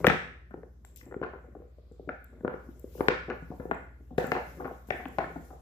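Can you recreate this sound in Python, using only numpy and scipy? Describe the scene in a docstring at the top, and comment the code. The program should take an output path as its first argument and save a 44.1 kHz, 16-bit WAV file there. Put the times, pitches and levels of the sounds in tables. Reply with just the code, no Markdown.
"""A puppy gnaws a hard chew stick on the wooden floor of a bare room. Each impact excites damped modes
of the stick and the boards; hard blows crack, and teeth slipping off the stick give a dry crunch.
Dragging drives the same wood by stick-slip friction in short grainy scrapes. Small bright ticks and
the rustle of fur come from close by. The contacts reverberate over faint room noise and the hum of an
appliance, whose low tones beat."""
import sys
import numpy as np
from scipy import signal
from scipy.io import wavfile

SR = 44100
rng = np.random.default_rng(int(sys.argv[2]) if len(sys.argv) > 2 else 0)


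def dump_mix(stems):
    """Bounce the given channels to the path in sys.argv[1] as a 16-bit WAV at rate SR."""
    frames = np.atleast_2d(stems).T  # one column per channel
    limited = np.clip(frames, -1, 1)  # hard clip at full scale
    pcm = np.round(limited * 32767).astype(np.int16)
    wavfile.write(sys.argv[1], SR, pcm)


N = 247401

# Room noise and the coarser and finer hiss of fur: f/Hz, relative spectral density/dB
AIR_SPECTRUM = [(53, -39.5), (90, -7), (164, -10.5), (510, -26.5), (799, -37), (1490, -37.5), (5140, -51.5),
                (7400, -51.5), (8600, -64.5), (13800, -52.5), (15000, -61)]
COARSE_FUR_SPECTRUM = [(1470, -17.5), (2500, -11), (3450, -10.5), (3800, -14), (7670, -8.5), (8500, -16),
                       (11000, -44), (18700, -120)]
FINE_FUR_SPECTRUM = [(5180, -40), (8800, -17), (14000, 9), (14700, -7), (15000, -10)]
# Reverberation time: f/Hz, T60/s
ROOM_T60 = [(100, 0.64), (260, 0.21), (700, 0.39), (1800, 0.55), (4800, 0.48), (12000, 0.55)]
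# Initial spectrum of the reverberation: f/Hz, relative level/dB
ROOM_SPECTRUM = [(100, -28.5), (260, -19), (700, -21), (1800, -22), (4800, -20), (8000, -20.5),
                 (13000, -50)]
# Likeness of left and right in the diffuse field: f/Hz, correlation
COHERENCE = [(60, 0.45), (250, 0.88), (700, 0.38), (1500, -0.14), (5000, 0.027), (14000, -0.23)]
# Partials of the appliance: f/Hz, level/dB, wavering/dB
HUM_PARTIALS = [(59.2, -52, 1), (74, -58, 2), (120, -66, 2)]
# Slow swell of the hum: t/s, gain/dB
HUM_SWELL = [(0, 0.5), (1.2, -1.5), (2.2, -2), (3.0, 3), (4.3, 2), (5.61, -0.5)]
# Envelopes of fur rubbing and of the stick dragging on the boards: t/s, level/dB
FUR_RUB = [(0, -58), (.04, -66), (.07, -52), (.3, -99), (.55, -84.5), (.84, -86), (1.67, -85), (2.2, -88),
           (2.62, -76), (2.88, -70.5), (2.98, -58), (3.07, -61.5), (3.14, -85), (3.6, -70.5), (3.9, -83.5),
           (4.17, -79), (4.5, -65.5), (4.75, -70), (5.03, -83), (5.3, -81), (5.45, -70.5), (5.61, -81.5)]
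STICK_DRAG = [(0, -40), (.25, -55.5), (.61, -87), (1.11, -63), (1.25, -91), (1.48, -57.5), (1.65, -77),
              (2.05, -75), (2.45, -57.5), (2.95, -68), (3.11, -50), (3.34, -65), (3.82, -54), (4.0, -83),
              (4.29, -43.5), (4.42, -65), (4.63, -50.5), (4.95, -78.5), (5.2, -48), (5.61, -71.5)]
# Sudden stirs of the fur: t/s, coarse level/dB, fine level/dB, decay rate/(dB/s)
FUR_STIRS = [(0.849, -76, -69, 149), (0.961, -60, -58, 207), (1.92, -87, -102, 58), (4.178, -57.5, -56, 81),
             (4.871, -71, -68, 14)]
# Normal modes of the boards, stick, cracks, crunches and ticks: f/Hz, gain/dB, T60/s
BOARD_MODES = [(98.1, -34, 0.08), (169, -5.5, 0.15), (255, -2, 0.044), (319, 0, 0.019), (388, -4.5, 0.046),
               (475.6, -2, 0.037), (584, -5.5, 0.035)]
STICK_LOW_MODES = [(714, -5.5, 0.028), (768.5, -4.5, 0.022), (1005, -3.5, 0.0076)]
STICK_HIGH_MODES = [(1080, 1, 0.014), (1210, 0, 0.0068), (1429, -3.5, 0.022), (1620, -1.5, 0.0061),
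                    (1762, -3.5, 0.014), (2038, -5.5, 0.012), (2060, -11.5, 0.033)]
CRACK_MODES = [(2270, 4, 0.0083), (2680, -5.5, 0.0042), (2783, -6.5, 0.008), (3590, -21, 0.0052)]
CRUNCH_MODES = [(2120, 5.5, 0.0046), (2544, 4, 0.01), (2880, -0.5, 0.0034), (3800, 0, 0.003),
                (5250, -5.5, 0.00091), (7000, -8, 0.0014)]
TICK_LOW_MODES = [(6150, -16.5, 0.012), (7540, 3.5, 0.015)]
TICK_HIGH_MODES = [(10200, -8, .003), (12500, -6, .003), (14100, -2, .005)]
# Where the held stick responds best, among its low and its high modes: t/s, f/Hz
STICK_LOW_CENTRE = [(0, 888), (1.2, 849), (2.1, 843), (3.08, 944), (3.7, 815), (4.2, 770), (4.35, 780),
                    (4.9, 760), (5.61, 760)]
STICK_HIGH_CENTRE = [(0.045, 1310), (0.067, 1820), (0.1, 1680), (0.5, 1490), (1.013, 2060), (1.12, 1540),
                     (1.25, 1360), (2.09, 1437), (2.55, 1350), (3.0, 1460), (3.09, 1590), (3.3, 1500),
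                     (3.71, 1614), (4.18, 1760), (4.25, 1480), (4.32, 1730), (4.36, 1470), (4.65, 1250),
                     (4.9, 1820), (5.05, 1570), (5.19, 1580), (5.61, 1380)]
# Bright ticks: t/s, drive level of low modes/dB, of high modes/dB
TICKS = [(0.0707, -72, -29), (0.509, -90, -69.5), (0.85, -58.5, -72), (0.9607, -60.5, -46.5),
         (0.9729, -62, -46), (1.056, -64, -76), (1.921, -75.5, -84.5), (2.2438, -71.5, -51.5),
         (2.796, -66, -51), (3.086, -78.5, -49), (3.711, -68, -83), (3.747, -64.5, -77), (4.182, -62, -60),
         (4.2696, -60, -46), (4.3181, -82, -49), (5.084, -68, -53.5)]
# Teeth slipping off the stick: t/s, drive level/dB, centre f/Hz, chatter decay time/ms
CRUNCHES = [(0.0434, -35, 3800, 1.5), (0.0674, -11, 2440, 4.5), (0.0848, -28, 2300, 2),
            (0.0985, -22.5, 2500, 2.8), (0.85, -50, 3520, 0.43), (0.9725, -63, 4750, 2),
            (1.011, -48, 2400, 0.82), (1.2395, -45, 2680, 0.9), (2.092, -48, 2320, 1.8),
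            (3.084, -20.5, 3600, 3.6), (3.301, -38.5, 2430, 2.7), (4.181, -25.5, 5320, 3.6),
            (4.3182, -24, 2750, 2.2), (4.3645, -55, 2800, 2), (4.905, -26.5, 2280, 1),
            (4.922, -46, 3000, 10), (5.0547, -40, 2300, 2), (5.1848, -31, 2320, 5)]
# Blows of the stick: t/s, drive level of boards/dB, of low stick modes/dB, of high stick modes/dB,
# centre f of boards/Hz, chatter decay time/ms
KNOCKS = [(0.0446, -9.5, -20, -16, 467, 5), (0.0684, -9, -17, -12, 535, 4.4),
          (0.0754, -10.5, -36, -36, 305, 6.2), (0.0837, -19.5, -15, -19.5, 342, 5.1),
          (0.0985, -15.5, -21.5, -15.5, 376, 18), (0.508, -39, -52.5, -42, 318, 17),
          (0.54, -29.5, -38.5, -45.5, 412, 1.7), (0.5733, -34.5, -75.5, -57.5, 343, 5.4),
          (0.585, -40, -65, -62, 348, 7), (0.6323, -33.5, -45, -51, 436, 0.75),
          (0.8475, -51, -52, -48, 344, 0.47), (1.013, -75, -66, -41.5, 209, 0.4),
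          (1.063, -33, -47, -71, 346, 42), (1.112, -30.5, -41.5, -46, 364, 13),
          (1.124, -37.5, -41, -42.5, 410, 0.63), (1.1427, -31.5, -42, -39.5, 440, 1.4),
          (1.1634, -27, -41.5, -61, 364, 6.4), (1.2148, -23.5, -34.5, -36.5, 448, 0.43),
          (1.2276, -21, -33, -27.5, 430, 15), (1.2354, -61, -36, -33, 497, 7.4),
          (1.247, -34, -29, -35.5, 410, 3.4), (1.3347, -38.5, -33.5, -45, 422, 6.9),
          (1.346, -34.5, -74.5, -42.5, 464, 53), (1.4419, -42.5, -51.5, -66, 451, 17),
          (1.4847, -40.5, -75, -79, 412, 1.06), (1.5222, -46, -68, -55, 366, 1.96),
          (1.5507, -29.5, -48.5, -53, 380, 13), (1.6013, -38, -65.5, -57.5, 408, 18),
          (1.619, -36, -62.5, -59.5, 462, 11.5), (1.784, -42, -67.5, -65.5, 461, 9.8),
          (1.9139, -36.5, -68.5, -72, 487, 2.05), (1.9949, -30.5, -50.5, -68.5, 416, 6.9),
          (2.0748, -22, -62, -83.5, 349, 9.7), (2.09, -20.5, -29, -26, 532, 6.7),
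          (2.326, -37.5, -59, -56, 239, 16), (2.4072, -38.5, -61.5, -49.5, 248, 3.9),
          (2.433, -32.5, -69, -58.5, 403, 1.1), (2.4474, -17.5, -32, -33.5, 390, 3.5),
          (2.4785, -21, -28.5, -27.5, 463, 0.56), (2.539, -27, -32, -37.5, 431, 1.5),
          (2.688, -35, -56, -62.5, 323, 2.3), (2.842, -30.5, -78, -57.5, 345, 4),
          (2.95, -32.5, -41.5, -60, 420, 0.79), (2.978, -26.5, -51, -51, 307, 15),
          (2.996, -26.5, -65, -43, 390, 14), (3.0069, -11, -15.5, -24, 388, 2.5),
          (3.0839, -11, -16.5, -13.5, 416, 0.086), (3.0988, -20.5, -36, -28, 460, 5.6),
          (3.2789, -17.5, -30, -75, 390, 21), (3.3003, -21.5, -30, -24.5, 399.3, 11),
          (3.4229, -30.5, -42, -64, 204, 0.23), (3.5032, -29, -54, -50, 220.6, 2.5),
          (3.514, -27.5, -25, -87, 474, 10), (3.538, -32, -63, -72, 278, 6.1),
          (3.5981, -23.5, -34.5, -39, 410, 10.4), (3.6533, -25, -36, -46, 413, 5.2),
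          (3.693, -26, -60, -62, 350, 0.95), (3.7126, -20, -21.5, -24.5, 410, 5.3),
          (4.003, -40.5, -62.5, -73, 360, 12), (4.106, -26.5, -43, -74, 225, 23),
          (4.1804, -11, -14.5, -22.5, 410, 4), (4.242, -26, -32, -29, 388, 22),
          (4.3183, -17.5, -18.5, -21, 420, 4.2), (4.351, -25, -22, -26.5, 394, 6.2),
          (4.3639, -21, -18.5, -27, 427, 10.7), (4.599, -25, -31.5, -38, 388, 30),
          (4.645, -28, -26, -30, 250, 68), (4.6539, -28, -32, -35.5, 440, 0.67),
          (4.711, -30.5, -35.5, -67, 373, 1.2), (4.8863, -33.5, -40, -50, 231.5, 6.5),
          (4.906, -29.5, -18, -22, 377, 3.1), (4.9169, -26, -29.5, -57, 377, 41),
          (4.997, -30.5, -35, -43, 325, 62), (5.0558, -23.5, -28, -32, 265, 3.2),
          (5.1847, -22, -17.5, -22.5, 363, 14), (5.203, -34, -29, -35, 223, 30),
          (5.242, -34.5, -25, -36, 360, 4.4), (5.3006, -33, -45, -49, 446, 5),
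          (5.3584, -24, -31.5, -40.5, 290, 11.5), (5.504, -36, -32, -48, 458, 19)]

BOARD_PAN_DB, STICK_PAN_DB, TICK_PAN_DB = 3.5, 6.5, 28   # left minus right


def from_db(db):
    """Amplitude ratio of a level in decibels."""
    return np.exp(np.asarray(db) * np.log(10) / 20)


def unit_rms(x):
    """Normalisation to unit mean power."""
    return x / np.sqrt(np.mean(x ** 2) + 1e-20)


def at_time(points, t):
    """Linear interpolation in time."""
    return np.interp(t, *np.transpose(points))


def at_hz(points, hz):
    """Linear interpolation in log frequency."""
    freqs, values = np.transpose(points)
    return np.interp(np.log(hz), np.log(freqs), values)


def drift(rate_hz):
    """Low-passed Gaussian noise: a slow fluctuation of unit rms."""
    step = 40   # samples
    r = np.exp(-2 * np.pi * rate_hz * step / SR)
    slow = signal.lfilter([1], [1, -2 * r, r * r], rng.standard_normal(N // step + 2002))[2000:]
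    return np.interp(np.arange(N) / step, np.arange(len(slow)), unit_rms(slow))


def diffuse_bands(length, low_hz, top_hz):
    """A diffuse field in third octaves: left and right are correlated mainly at long wavelengths."""
    white = rng.standard_normal((2, 2, length))
    edges = 1000 * 2 ** (np.arange(-12, 13) / 3)
    for k, (low, high) in enumerate(zip(edges, edges[1:])):
        hz = np.sqrt(low * high)
        if low_hz < hz < top_hz:
            bandpass = signal.butter(2, [low, high], "band", fs=SR, output="sos")
            mid, side = signal.sosfilt(bandpass, white[k % 2])
            alike = at_hz(COHERENCE, hz)
            yield hz, np.sqrt(1 + alike) * mid + np.sqrt(1 - alike) * side * [[1], [-1]]


def hiss(spectrum, flicker_db, rate_hz):
    """Coloured noise of unit rms with independent amplitude modulation in each band."""
    bands = diffuse_bands(N, spectrum[0][0], spectrum[-1][0] * 1.1)
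    return unit_rms(sum(from_db(at_hz(spectrum, hz) + flicker_db * drift(rate_hz)) * band
                        for hz, band in bands))


def room_noise():
    """Ambient noise: a faint diffuse field, strongest in the bass."""
    return from_db(-62) * hiss(AIR_SPECTRUM, flicker_db=4.5, rate_hz=1.1)


def appliance_hum():
    """Superposition: wavering low tones, the lowest two beating at their difference frequency."""
    t = np.arange(N) / SR
    tones = sum(from_db(db + waver_db * drift(rate_hz=2.9)) * np.sin(2 * np.pi * (hz * t + rng.random()))
                for hz, db, waver_db in HUM_PARTIALS)
    return np.sqrt(2) * tones * from_db(at_time(HUM_SWELL, t)) * from_db([[.4], [-.4]])


def reverberation(source):
    """Dense reflections build up after the first wall, then decay exponentially in each band."""
    t = np.arange(SR) / SR
    first_echo_s, echo_db = .012, -18
    tail = sum(band * from_db(at_hz(ROOM_SPECTRUM, hz) - 60 * t / at_hz(ROOM_T60, hz))
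               for hz, band in diffuse_bands(SR, 0, SR))
    onset = np.clip(t / first_echo_s - .5, 0, 1)
    return signal.fftconvolve(source[:1], tail * onset * from_db(echo_db), axes=1)[:, :N]


def fur_rustle():
    """Friction noise of hairs on wood, coarse and fine, with sudden stirs that decay exponentially."""
    t = np.arange(N) / SR
    envelopes = from_db(at_time(FUR_RUB, t) + np.array([[-3.5], [0]]))   # coarse, fine
    for start, coarse_db, fine_db, db_per_s in FUR_STIRS:
        stir_db = np.array([[coarse_db], [fine_db]]) - db_per_s * np.abs(t - start)
        envelopes += (t >= start) * from_db(stir_db)
    coarse = envelopes[0] * hiss(COARSE_FUR_SPECTRUM, flicker_db=2.2, rate_hz=12)
    fine = envelopes[1] * hiss(FINE_FUR_SPECTRUM, flicker_db=2.5, rate_hz=15)
    return (coarse + fine) * from_db([[3], [-3]])


def random_coupling(modes, spread_db):
    """Modal coupling in dB varies with the contact point, which wanders every few milliseconds."""
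    draws = 2 * rng.random((len(modes), N // 256 + 1)) - 1
    return spread_db * np.repeat(draws, 256, axis=1)[:, :N]


def tuned_coupling(modes, times, centre_hz, octaves, floor_db=-14.5):
    """Modal coupling in dB falls with distance from the centre frequency of the latest contact."""
    latest = np.maximum(np.searchsorted(times, np.arange(1, N + 1) / SR) - 1, 0)
    centre = centre_hz[latest]
    return [floor_db * (1 - np.exp(-(np.log2(hz / centre) / octaves) ** 2)) for hz, _, _ in modes]


def ring(force, modes, coupling_db):
    """Modal synthesis: a force drives damped resonators, summed in two stereo sets, even and odd."""
    sets = np.zeros((2, 2, N))
    for k, ((hz, gain_db, t60), mode_db) in enumerate(zip(modes, coupling_db)):
        r, w = from_db(-60 / (t60 * SR)), 2 * np.pi * hz / SR
        polarity = np.repeat(rng.choice([-1, 1], N // 256 + 1), 256)[:N]   # a blow pushes either way
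        drive = force * polarity * from_db(gain_db + mode_db) + 1e-18
        sets[k % 2] += signal.lfilter([0, np.sin(w)], [1, -2 * r * np.cos(w), r * r], drive)
    margin = 1.5   # a rounded contact reaches this frequency ratio beyond the outermost modes
    highpass = signal.butter(1, modes[0][0] / margin, "high", fs=SR, output="sos")
    lowpass = signal.butter(4, min(margin * modes[-1][0], .45 * SR), fs=SR, output="sos")
    return signal.sosfilt(np.vstack([highpass, lowpass]), sets)


def arrival_lags(count):
    """Path difference in samples: the dog is nearer the left, by an amount set by the point struck."""
    return 6 + rng.integers(-5, 6, count)


def chatter(decay_ms, slips_per_s):
    """Contact forces of unit energy: a first impulse, then random slips that die exponentially."""
    ms = np.arange(SR // 20) / SR * 1000
    size = (len(decay_ms), len(ms))
    slips = rng.standard_normal(size) * (rng.random(size) < slips_per_s / SR)
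    slips[:, 0] = 1.66
    pulses = slips * np.exp(-ms / np.maximum(decay_ms, .1)[:, None])
    return pulses / np.linalg.norm(pulses, axis=1, keepdims=True)


def soften(pulse, corner_hz):
    """A longer contact has a narrower spectrum: two one-pole low-passes."""
    r = np.exp(-2 * np.pi * corner_hz / SR)
    return signal.lfilter([(1 - r) ** 2], [1, -2 * r, r * r], pulse)


def force_train(times, level_db, pan_db, pulses, lags):
    """A train of contact pulses, placed in stereo by differences of level and arrival time."""
    force = np.zeros((2, N + pulses.shape[1]))
    for start, pulse, db, lag in zip((times * SR).astype(int), pulses, level_db, lags):
        force[0, start:start + len(pulse)] += pulse * from_db(db + pan_db / 2)
        force[1, start + lag:start + lag + len(pulse)] += pulse * from_db(db - pan_db / 2)
    return force[:, :N]


def ticks():
    """Impulse responses of tiny hard contacts: high modes that die within milliseconds."""
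    times, low_db, high_db = np.transpose(TICKS)
    impulses, lags = np.ones((len(times), 1)), arrival_lags(len(times))
    sound = 0
    for modes, db, spread_db in [(TICK_LOW_MODES, low_db, 1.7), (TICK_HIGH_MODES, high_db, 3.8)]:
        force = force_train(times, db, TICK_PAN_DB, impulses, lags)
        sound += ring(force, modes, random_coupling(modes, spread_db))
    return sound


def stick_scrape():
    """Stick-slip friction: uneven slips come in clumps and excite the boards and the stick."""
    slips_per_s, spread_db, stick_db = 1200, 2.5, -19.5
    sizes = from_db(spread_db * np.minimum(rng.exponential(1, N), 4)) * rng.choice([-1, 1], N)
    slips = sizes * (rng.random(N) < slips_per_s * from_db(5 * drift(rate_hz=15)) / SR)
    boards = unit_rms(ring(slips, BOARD_MODES, random_coupling(BOARD_MODES, spread_db=5)))
    stick = unit_rms(ring(slips, STICK_HIGH_MODES, random_coupling(STICK_HIGH_MODES, spread_db=1.1)))
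    envelope = from_db(at_time(STICK_DRAG, np.arange(N) / SR))
    return envelope * (boards + from_db(stick_db) * stick) * from_db([[1.8], [-1.8]])


def tooth_crunches():
    """Teeth slip off the stick in rapid clicks; heavy damping makes the resonances broad and dry."""
    times, db, centre_hz, decay_ms = np.transpose(CRUNCHES)
    pulses = chatter(decay_ms, slips_per_s=3000)
    force = force_train(times, db, STICK_PAN_DB, pulses, arrival_lags(len(times)))
    coupling = tuned_coupling(CRUNCH_MODES, times, centre_hz, octaves=.97, floor_db=-16.5)
    return ring(force, CRUNCH_MODES, coupling)


def stick_knocks():
    """Impact excitation of boards and stick: harder blows make shorter, brighter contacts and crack."""
    times, board_db, low_db, high_db, board_hz, decay_ms = np.transpose(KNOCKS)
    corners_hz = 5400 * from_db(.21 * high_db)
    pulses = chatter(decay_ms, slips_per_s=980)
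    pulses = np.array([soften(pulse, hz) for pulse, hz in zip(pulses, corners_hz)])
    lags = arrival_lags(len(times))

    def strike(modes, db, pan_db, coupling):
        return ring(force_train(times, db, pan_db, pulses, lags), modes, coupling)

    stick_gain_db = 7.5   # the stiff stick responds more readily than the boards
    crack_db = 6 + 1.52 * high_db   # the crack grows faster than the blow
    low_hz, high_hz = at_time(STICK_LOW_CENTRE, times), at_time(STICK_HIGH_CENTRE, times)
    board_coupling = tuned_coupling(BOARD_MODES, times, board_hz, octaves=.59)
    boards = strike(BOARD_MODES, board_db, BOARD_PAN_DB, board_coupling)
    low_coupling = tuned_coupling(STICK_LOW_MODES, times, low_hz, octaves=.46)
    high_coupling = tuned_coupling(STICK_HIGH_MODES, times, high_hz, octaves=.38)
    crack_coupling = random_coupling(CRACK_MODES, spread_db=2)
    stick_low = strike(STICK_LOW_MODES, low_db + stick_gain_db, STICK_PAN_DB, low_coupling)
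    crack = strike(CRACK_MODES, crack_db, STICK_PAN_DB, crack_coupling)
    stick_high = strike(STICK_HIGH_MODES, high_db + stick_gain_db, STICK_PAN_DB, high_coupling)
    return boards + stick_low + stick_high + crack


def scene():
    """Direct and reverberant sound add; the two sets of modes radiate to different walls."""
    mode_sets = stick_knocks() + tooth_crunches() + ticks() + stick_scrape()
    air = room_noise()
    contacts = sum(direct + reverberation(direct) for direct in mode_sets)
    return contacts + fur_rustle() + air + appliance_hum()


def record(dry):
    """Band limiting and saturation: a microphone passband, rounded peaks, then a steep treble cut."""
    highpass = signal.butter(4, 40, "high", fs=SR, output="sos")
    lowpass = signal.cheby1(8, 1, 14500, fs=SR, output="sos")
    passband = signal.sosfilt(np.vstack([highpass, lowpass]), dry)
    rounded = passband / (1 + passband ** 8) ** (1 / 8)
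    return signal.sosfilt(signal.cheby2(12, 50, 15945, fs=SR, output="sos"), rounded)


dry = scene()
out = record(dry)
dump_mix(out)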